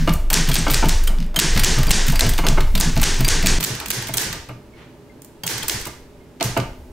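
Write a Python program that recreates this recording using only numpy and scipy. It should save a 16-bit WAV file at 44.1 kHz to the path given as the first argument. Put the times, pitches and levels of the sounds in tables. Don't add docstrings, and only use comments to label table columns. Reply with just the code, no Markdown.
import sys
import numpy as np
from scipy import signal
from scipy.fft import rfft, irfft, next_fast_len
from scipy.io import wavfile
from scipy.ndimage import uniform_filter1d

SR = 44100
rng = np.random.default_rng(int(sys.argv[2]) if len(sys.argv) > 2 else 0)


def wrap_up_sound(samples):
    columns = np.atleast_2d(samples).T
    tamed = np.clip(columns, -1, 1)
    steps = np.round(tamed * 32767).astype(np.int16)
    wavfile.write(sys.argv[1], SR, steps)


def volts(x):
    e = np.asarray(x, float) / 20
    return 10 ** e


N = 305172
CUT_S = 3.586
CUT = round(CUT_S * SR)


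def unit(x):
    return x / np.sqrt(np.mean(x ** 2) + 1e-20)


def along(points, hz):
    f, v = np.transpose(points)
    return np.interp(np.log(hz + 1), np.log(f + 1), v)


def curves(rows):
    s, *cols = np.transpose(rows)
    return [np.interp(np.arange(N) / SR, s, c) for c in cols]


def filtered(x, response):
    m = next_fast_len(x.shape[-1] + 8192)
    spectrum = rfft(x, m) * response(np.fft.rfftfreq(m, 1 / SR))
    return irfft(spectrum, m)[..., :x.shape[-1]]


def coloured(x, points):
    return filtered(x, lambda f: volts(along(points, f)))


def resonant(modes):
    def response(f):
        total = 0
        for k, (hz, width_hz, db) in enumerate(modes):
            damping = 1j * f * width_hz
            total = total + (-1) ** k * volts(db) * damping / (hz * hz - f * f + damping)
        return total
    return response


def band(x, lo_hz, hi_hz, order=2):
    edges_hz = [lo_hz, min(hi_hz, SR / 2 - 1)]
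    return signal.sosfilt(signal.butter(order, edges_hz, "band", fs=SR, output="sos"), x)


def noise(size=N):
    return rng.standard_normal((2, size))


def add(track, s, x):
    at = round(s * SR)
    track[:, max(at, 0):max(at + x.shape[-1], 0)] += x[:, max(-at, 0):max(N - at, 0)]


# pitch_hz, level_db_per_hz
AIR = [(15, -43.5), (25, -23), (120, -1.5), (263, -5.5), (335, -1.5), (384, -4), (476, -6.5), (516, -15.5),
       (575, -4.5), (734, -19.5), (818, -12.5), (1130, -20), (16000, -39.5)]
# pitch_hz, level_db
DESK_HUSH = [(500, 2.5), (3000, 6), (10000, -15)]
# pitch_hz, level_db
HUM = [(59.2, -56.5), (129.2, -57.5), (253.0, -51.5), (414.5, -56.5)]
# time_s, level_db
RUSTLE = [(4.7, -72), (4.78, -49.5), (4.82, -47), (4.95, -61), (5.1, -77), (5.3, -74)]


def air():
    t = np.arange(N) / SR
    hush = volts(-45.5) * unit(coloured(noise(), AIR))
    hush = np.where(t < CUT_S, coloured(hush, DESK_HUSH), hush)
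    hum = sum(volts(db) * unit(filtered(noise(), resonant([(hz, 6.0, 0)]))) for hz, db in HUM)
    sliding = (t > RUSTLE[0][0]) & (t < RUSTLE[-1][0])
    return hush + hum + volts(curves(RUSTLE)[0]) * sliding * unit(band(noise(), 690, 2900))


def room(x):
    t = np.arange(SR // 2) / SR
    tail = noise(size=len(t)) * volts(-60 * t / 0.42)
    tail = tail / np.linalg.norm(tail[0])
    return signal.fftconvolve(band(x, 200, 8700, order=1), tail, axes=1)[:, :N]


# pitch_hz, width_hz, level_db
CASE = [(132, 15.6, 2.5), (166.3, 12, 3.5), (205, 32, -2), (257, 46, -6)]
# pitch_hz, width_hz, level_db
CASE_NEAR = [(116.9, 21, 3), (203.3, 35, -5.5)]
# top_s, level_db, pitch_hz
BOOMS = [(0.011, -17, 159.0), (0.099, -14.5, 163), (0.226, -40, 102.0), (0.326, -24.5, 154.6),
         (0.386, -21, 162), (0.497, -17.5, 137.0), (0.6, -19, 165), (0.721, -19.5, 132.0),
         (0.851, -17.5, 165), (1.103, -27.5, 200), (1.209, -23, 171.7), (1.262, -34, 170.5),
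         (1.385, -26, 205.0), (1.444, -25, 165), (1.505, -30, 101), (1.575, -16.5, 127.6),
         (1.695, -22.5, 164.0), (1.788, -16.5, 129.0), (1.883, -23.5, 167.0), (1.96, -22.5, 168),
         (2.098, -15.5, 131.7), (2.265, -15, 104), (2.42, -23.0, 161.0), (2.497, -15.0, 130),
         (2.6, -20.5, 124.5), (2.762, -18.5, 194.4), (2.874, -17.5, 159), (2.977, -16.5, 126.5),
         (3.077, -24, 163), (3.15, -29.5, 124.4), (3.211, -16.5, 128.3), (3.366, -26, 158),
         (3.451, -18.5, 192), (3.522, -25, 158.3), (3.582, -28, 174), (3.63, -32.5, 188.0),
         (3.722, -25.0, 121.5), (3.894, -33.5, 201), (3.986, -26.5, 119), (4.057, -37, 112),
         (4.114, -30, 128), (4.172, -34, 113.0), (4.255, -26.5, 119), (4.32, -29.5, 110.0),
         (4.502, -32.5, 122), (4.573, -41, 194), (5.452, -33, 171), (5.543, -30, 121.0),
         (5.615, -30.5, 113.4), (5.761, -29, 118.0), (5.878, -34, 128.8), (6.467, -21.5, 123),
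         (6.601, -18.5, 123)]


def booms():
    tone, spread, t = np.zeros((2, N)), np.zeros((2, N)), np.arange(SR // 4) / SR
    rise_s = 0.02187
    for top_s, db, hz in BOOMS:
        swell = volts(db) * (t / rise_s) * np.exp(1 - t / rise_s)
        add(tone, top_s - rise_s, swell * np.sin(2 * np.pi * (hz * t + rng.random((2, 1)))))
        add(spread, top_s - rise_s, swell * np.ones((2, 1)))
    through_desk = unit(filtered(noise(), resonant(CASE)))
    by_keys = unit(filtered(noise(), resonant(CASE_NEAR)))
    others = np.where(np.arange(N) < CUT_S * SR, through_desk, by_keys)
    return volts(-2) * tone + volts(-5.5) * spread * band(others, 90, 340)


# time_s, pitch_hz, level_db
ROCK = [(0.0, 23.56, -21), (1.09, 23.36, -14.5), (1.39, 22.96, -28), (1.5, 22.24, -13.5),
        (1.74, 20.8, -14.5), (2.08, 22.3, -12.5), (2.34, 22.1, -18), (2.55, 20.4, -14.5), (2.92, 21.0, -19),
        (2.99, 22.4, -16), (3.58, 21.7, -15.5)]
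# time_s, level_db
SHAKE = [
    [(0.0, -24), (0.15, -25), (0.3, -38), (0.43, -27), (1.05, -25), (1.24, -45), (1.47, -33), (1.51, -24.5),
     (3.53, -25.5), (3.58, -28)],
    [(3.6, -33), (3.66, -43), (4.25, -41), (4.27, -36), (5.08, -67.5), (5.78, -36), (6.39, -61),
     (6.46, -35), (6.92, -43)],
]
# pitch_hz, level_db_per_hz
SHUDDER = [(20, -1.5), (30, 2.5), (45, -2), (70, -1.5), (95, -3.5), (130, -46)]


def desk(gain_db):
    hz, db = curves(ROCK)
    turn = 2 * np.pi * np.cumsum(hz) / SR
    peaked = np.sin(turn) + 0.25 * np.cos(2 * turn)
    swing = volts(db + 6 + 0.75 * gain_db) * peaked * (np.arange(N) < CUT_S * SR)
    shake_db = curves([*SHAKE[0], *SHAKE[1]])[0]
    shudder = volts(shake_db + 1 + 0.17 * gain_db) * unit(coloured(noise(), SHUDDER))
    return swing + shudder + booms()


# start_s, level_db, pitch_hz, t60_s
PINGS = [(.127, -23, 12900, .04), (0.303, -22.5, 14200, 0.037), (0.517, -20, 3290, .05),
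         (0.586, -12, 8340, 0.034), (.707, -10, 14300, .04), (1.077, -18.5, 3190, 0.045),
         (1.076, -24, 8700, 0.051), (1.363, -8.5, 3140, .06), (1.362, -23, 6540, 0.13),
         (1.597, -23, 4750, 0.11), (1.882, -17, 4660, 0.037), (2.164, -23, 4700, 0.058),
         (2.447, -28, 4450, 0.044), (2.447, -22, 6490, 0.031), (2.776, -20, 4740, 0.041),
         (3.247, -16.5, 4740, .1), (4.139, -24, 3260, 0.059), (4.735, -46, 2200, 0.11),
         (5.097, -45, 2100, 0.12), (5.435, -25, 3240, 0.11), (5.435, -28, 4600, 0.065),
         (5.625, -19, 3230, .04), (6.408, -21, 4350, 0.056), (6.41, -19, 672, .15),
         (6.567, -15.5, 672, 0.12), (6.205, -53, 2130, .2)]


def pings(gain_db):
    out, t = np.zeros((2, N)), np.arange(SR // 5) / SR
    for s, db, hz, t60_s in PINGS:
        size = volts(db - gain_db[round(s * SR)] - 60 * t / t60_s) * (1 - np.exp(-t / 0.00091))
        add(out, s, size * np.sin(2 * np.pi * (hz * t + rng.random((2, 1)))))
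    return out


# pitch_hz, width_hz, level_db
FRAME = [(302.5, 42, -7), (398, 27, -3.5), (452, 14.5, -11.5), (672, 68, -2), (875, 60, -10),
         (1120, 13, -10.5), (1182, 20.6, -12), (1543, 45, -18), (2116, 90, -11.5), (2900, 63, -19)]
# start_s, level_db, t60_s
KNOCKS = [(0.074, -2.5, 0.069), (0.304, -17.5, 0.33), (0.338, -15, 0.094), (0.488, -16, 0.11),
          (0.553, -14.5, 0.069), (0.588, -36, 0.11), (0.664, -7.5, 0.13), (0.824, -8.5, 0.16),
          (1.077, -25, 0.33), (1.34, -26, 0.17), (1.361, -18, 0.21), (1.392, -20, 0.069),
          (1.543, -31, 0.067), (1.56, -18, 0.26), (1.643, -23.5, 0.12), (1.777, -19.5, 0.26),
          (1.874, -19.5, 0.3), (1.906, -13, 0.069), (2.123, -18.5, 0.23), (2.206, -12.5, 0.33),
          (2.386, -8, 0.056), (2.434, -13.5, 0.36), (2.573, -5.5, 0.082), (2.753, -19, 0.097),
          (2.801, -15.5, 0.27), (2.964, -14.5, 0.1), (3.019, -16, 0.15), (3.182, -26.5, 0.082),
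          (3.199, -15.5, 0.1), (3.267, -15, 0.14), (3.316, -47, 0.075), (3.433, -18, 0.12),
          (3.459, -20, 0.1), (3.582, -24.5, 0.18), (3.61, -30, 0.12), (3.686, -27.5, 0.25),
          (3.807, -22, 0.19), (4.087, -13, 0.044), (4.138, -24, 0.21), (4.176, -22.5, 0.12),
          (4.216, -24.5, 0.066), (4.328, -25, 0.16), (4.49, -20, 0.091), (5.435, -26, 0.24),
          (5.633, -22.5, 0.099), (5.689, -24, 0.12), (5.862, -20, 0.11), (6.404, -16, 0.085),
          (6.409, -13, 0.36), (6.565, -5, 0.098)]


def knocks(gain_db):
    rattle, t = np.zeros((2, N)), np.arange(SR // 4) / SR
    for s, db, t60_s in KNOCKS:
        decay = volts(db - gain_db[round(s * SR)] - 60 * t / max(t60_s, 0.01))
        add(rattle, s, decay * (1 - np.exp(-t / 0.0012)) * noise(size=len(t)))
    return volts(15) * filtered(rattle, resonant(FRAME)) + volts(4) * band(rattle, 210, 1290)


# start_s, level_db, lower_band_db
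TICKS = [(0.0747, -21, -4), (0.0837, -23.5, -1), (0.0924, -18.5, 2), (0.1052, -27, -14.5),
         (0.1284, -35, -19), (0.1355, -10, -32.5), (0.1535, -22, -23), (0.1724, -29, -28.5),
         (0.1914, -38, -13), (0.2114, -45, -1), (0.3013, -6, -11), (0.3292, -1, -12.5), (0.3715, -14, -1),
         (0.475, -19, -3), (0.4878, -10, -9), (0.4955, -12, -10.5), (0.5142, -12.5, -3), (0.5324, -11, -16),
         (0.541, -4, -15), (0.5624, -14, -1), (0.5866, -19, -22), (0.6629, -30, -10), (0.6813, -18, 1),
         (0.6997, -9.5, -6), (0.7053, -10.5, -16.5), (0.7133, -8.5, -13), (0.7247, -12, -9),
         (0.7354, -5.5, -13.5), (0.7754, -20, -9), (0.845, -21, -6), (0.8558, -17, -4), (0.8854, -6, -15),
         (0.9574, -26, -5), (1.0394, -27, -17), (1.037, -15, -20), (1.0731, -8.5, -11.5), (1.1194, -32, -8),
         (1.1642, -35, -9), (1.1764, -37, -2), (1.1848, -32, 3.5), (1.2024, -29, 3), (1.226, -32, 3.5),
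         (1.2434, -36, -5), (1.263, -31, -19), (1.3437, -29, -2), (1.3606, -5, -11), (1.3891, -0.5, -8.5),
         (1.5334, -21, -8), (1.5508, -19, -10), (1.5618, -18, 1), (1.5742, -9, -2.5), (1.594, -5.5, -9),
         (1.6344, -3, -9), (1.6577, -19, -11), (1.7394, -19.5, -3), (1.785, -11.5, -12), (1.831, -12.5, -7),
         (1.8678, -13, -10), (1.8926, -11, -14), (1.906, -1, -7.5), (2.0298, -30, -6), (2.0663, -13, -7),
         (2.0811, -8, -8.5), (2.0984, -12, -6), (2.121, -13, -16), (2.1558, -9.5, -8.5),
         (2.193, -5.5, -6.5), (2.2644, -15, -3), (2.2917, -5.5, -20), (2.3352, -14, -7), (2.379, -14, -4),
         (2.387, -12.5, -6), (2.43, -42, -8), (2.4473, -44, -15.5), (2.4663, -7.5, -5), (2.4984, -23, -11),
         (2.5716, -31, -1), (2.5841, -28, -5), (2.593, -31, -2), (2.6058, -16, -2), (2.6786, -35, 3),
         (2.7517, -8.5, -6), (2.7767, -12.5, -6.5), (2.799, -2, -39), (2.9567, -21, -15.5),
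         (2.9643, -21.5, 3), (2.9743, -15, -3), (2.9973, -20, 1), (3.015, -6, -14), (3.03, -4.5, -4.5),
         (3.1421, -23, -3), (3.1634, -26, -7), (3.1889, -20, -8), (3.2058, -10, -9), (3.246, -8.5, -6.5),
         (3.2797, -2, -19), (3.4262, -16, -2), (3.4593, -5, -8), (3.6014, -17, -7), (3.606, -7.5, -13),
         (3.6272, -8, -7), (3.638, -3, -16), (3.7504, -17, -8), (3.7999, -15.5, -7), (3.8587, -12, -10),
         (3.8826, -13, -17), (3.903, -2, -15), (4.0227, -17, -8), (4.0707, -16.5, -10), (4.084, -15, -13),
         (4.138, -5, -16.5), (4.1702, -0.5, -25), (4.2163, -10, -18), (4.3271, -14.5, -5.5),
         (4.488, -29, -10), (5.219, -24, -29), (5.2465, -23, -31), (5.435, -13, -10.5), (5.465, -5, -21),
         (5.5114, -16, -13), (5.579, -13, -9), (5.6297, -12.5, -9), (5.681, -3, -21), (5.7994, -20, -12),
         (5.8124, -18, -12), (5.8536, -15, -14), (5.8694, -14, -21), (6.4, -34, 5), (6.4086, -20, 4),
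         (6.4406, -11.5, -25), (6.5733, -13.5, -7), (6.6, -27, 6)]


def ticks(gain_db):
    bright, lower, t = np.zeros((2, N)), np.zeros((2, N)), np.arange(SR // 12) / SR
    for s, db, lower_db in TICKS:
        length_s = 0.0093 * volts(0.31 * db)
        scrape = np.exp(-(t / length_s) ** 3)
        scrape = scrape + volts(-0.5 - 60 * t / 0.0041) + volts(-9.5 - 60 * t / 0.15)
        size = volts(db - 7.5 - gain_db[round(s * SR)]) * scrape * (1 - np.exp(-t / 0.00032))
        add(bright, s, size * noise(size=len(t)))
        add(lower, s, volts(lower_db) * size * noise(size=len(t)))
    colour = [(4000, -14), (6000, -7), (9000, -3), (11000, -8.5), (14000, -1.5), (16000, -11)]  # Hz, dB
    return volts(-1.5) * coloured(bright, colour) + volts(7.5) * band(lower, 1260, 5100)


# start_s, level_db, room_db, duck_db
SLAPS = [(0.3406, -4.5, -16, 9), (0.5545, -6.5, -19.5, 11.5), (0.7433, -7.5, -15, 5),
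         (0.8927, -11, -14.5, 5), (1.3987, -5.5, -18.5, 19), (1.6455, -5.5, -18.5, 18.5),
         (1.914, -5.5, -19, 19.5), (2.208, -6.5, -17.5, 7.5), (2.4856, -9.5, -20, 1.5),
         (2.8103, -9, -14, 6), (3.0384, -7.5, -17, 17), (3.2862, -6, -17, 15.5), (3.47, -4.5, -16.5, 10.5),
         (3.6469, -10, -20.5, 19.5), (3.9143, -12.5, -18.5, 22), (4.1813, -7.5, -18.5, 15.5),
         (5.477, -11, -18.5, 20.5), (5.6966, -8.5, -19, 13), (6.4266, -9.5, -18.5, 8)]
# earlier_s, level_db, room_db, duck_db
EARLIER = (0.3, -1, -12, 16.5)


def every_slap():
    return [(-EARLIER[0], *EARLIER[1:]), *SLAPS]


def ducking():
    t, gain_db = np.arange(N) / SR, np.zeros(N)
    for s, _, _, duck_db in every_slap():
        since_s = t - s + 0.00155
        live = (since_s > 0) & ((s > CUT_S) | (t < CUT_S))
        held = 0.86 * np.exp(-np.abs(since_s) / 0.14) + 0.27 * np.exp(-(since_s / 0.012) ** 2)
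        gain_db = np.minimum(gain_db, -duck_db * held * live)
    return uniform_filter1d(gain_db, size=30)


# pitch_hz, level_db_per_hz
SLAP = [(300, -24.5), (1200, -10), (3000, 3.5), (5000, 2.5), (8000, 3), (11000, -9.5), (15500, -12.5)]
# pitch_hz, level_db_per_hz
ANSWER = [(180, -18.5), (300, 5.5), (603, -14), (885, -5.5), (1390, -12), (1480, -1.5), (1720, -4.5),
          (1870, -2.5), (2170, -7), (3400, -5.5), (3830, -6), (6200, -3), (8220, -8), (15000, -26),
          (16000, -34)]
# pitch_hz, level_db
NEAR = [(3000, 1.5), (8000, 1), (11000, 8), (15500, 20)]
# pitch_hz, t60_s
ROOM = [(300, 0.47), (1500, 0.54), (5000, 0.47), (9000, 0.39), (15000, 0.17)]


def slaps():
    out, t = np.zeros((2, N)), np.arange(SR // 20) / SR
    shape = volts(-60 * t / 0.0052) + volts(-4.5) * np.exp(-(t / 0.0042) ** 4)
    for s, db, room_db, duck_db in every_slap():
        crack = unit(coloured(noise(size=len(t)), SLAP)) * shape
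        add(out, s, volts(db + duck_db - 2) * crack)
        hz, frame_s, z = signal.stft(noise(size=SR), SR, nperseg=256)
        colour_db = along(ANSWER, hz) + along(NEAR, hz) * (s > CUT_S)
        decay_db = -60 * frame_s / along(ROOM, hz)[:, None]
        tail = signal.istft(z * volts(colour_db[:, None] + decay_db), SR, nperseg=256)[1]
        onset = 1 - np.exp(-np.arange(tail.shape[1]) / SR / 0.0052)
        tail = tail / np.std(tail[:, :SR // 20]) * onset
        add(out, s, volts(db + duck_db + room_db) * tail)
    return out


# pitch_hz, correlation
ALIKE = [(60, 0.98), (180, 0.96), (550, 0.9), (1650, 0.56), (4970, 0.33), (15000, 0.42)]
# pitch_hz, level_db
LEAN = [(60, -4), (240, 0), (950, -1.5), (3770, -1), (15000, -4)]


def stereo_pair(x):
    def mid_side(hz):
        turn = np.arccos(np.clip(along(ALIKE, hz), 0, 1)) / 2
        return np.array([np.cos(turn), np.sin(turn)])
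    mid, side = filtered(x, mid_side)
    halves = np.array([[0.5], [-0.5]])
    return filtered(np.array([mid + side, mid - side]), lambda hz: volts(along(LEAN, hz) * halves))


def scene():
    gain_db = ducking()
    small = ticks(gain_db) + knocks(gain_db)
    small[:, CUT:CUT + 650] *= volts(-20)
    loud = volts(gain_db) * slaps()
    loud[:, CUT:round(SLAPS[13][0] * SR) - 40] *= volts(-18)
    quiet = volts(gain_db) * (small + volts(-4.5) * room(small) + pings(gain_db) + air())
    ports = quiet + loud
    first = np.arange(N) < CUT_S * SR
    return np.where(first, ports[0], stereo_pair(ports * ~first)) + desk(gain_db)[0]


def band_limit(x):
    return signal.sosfilt(signal.butter(12, 16670, fs=SR, output="sos"), x)


def record(dry):
    clipped = dry / (1 + np.abs(dry / 0.8) ** 6) ** (1 / 6)
    limited = coloured(clipped, [(15700, -0.5), (16100, -24), (17000, -27)])
    return band_limit(limited)


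dry = scene()
out = record(dry)
wrap_up_sound(out)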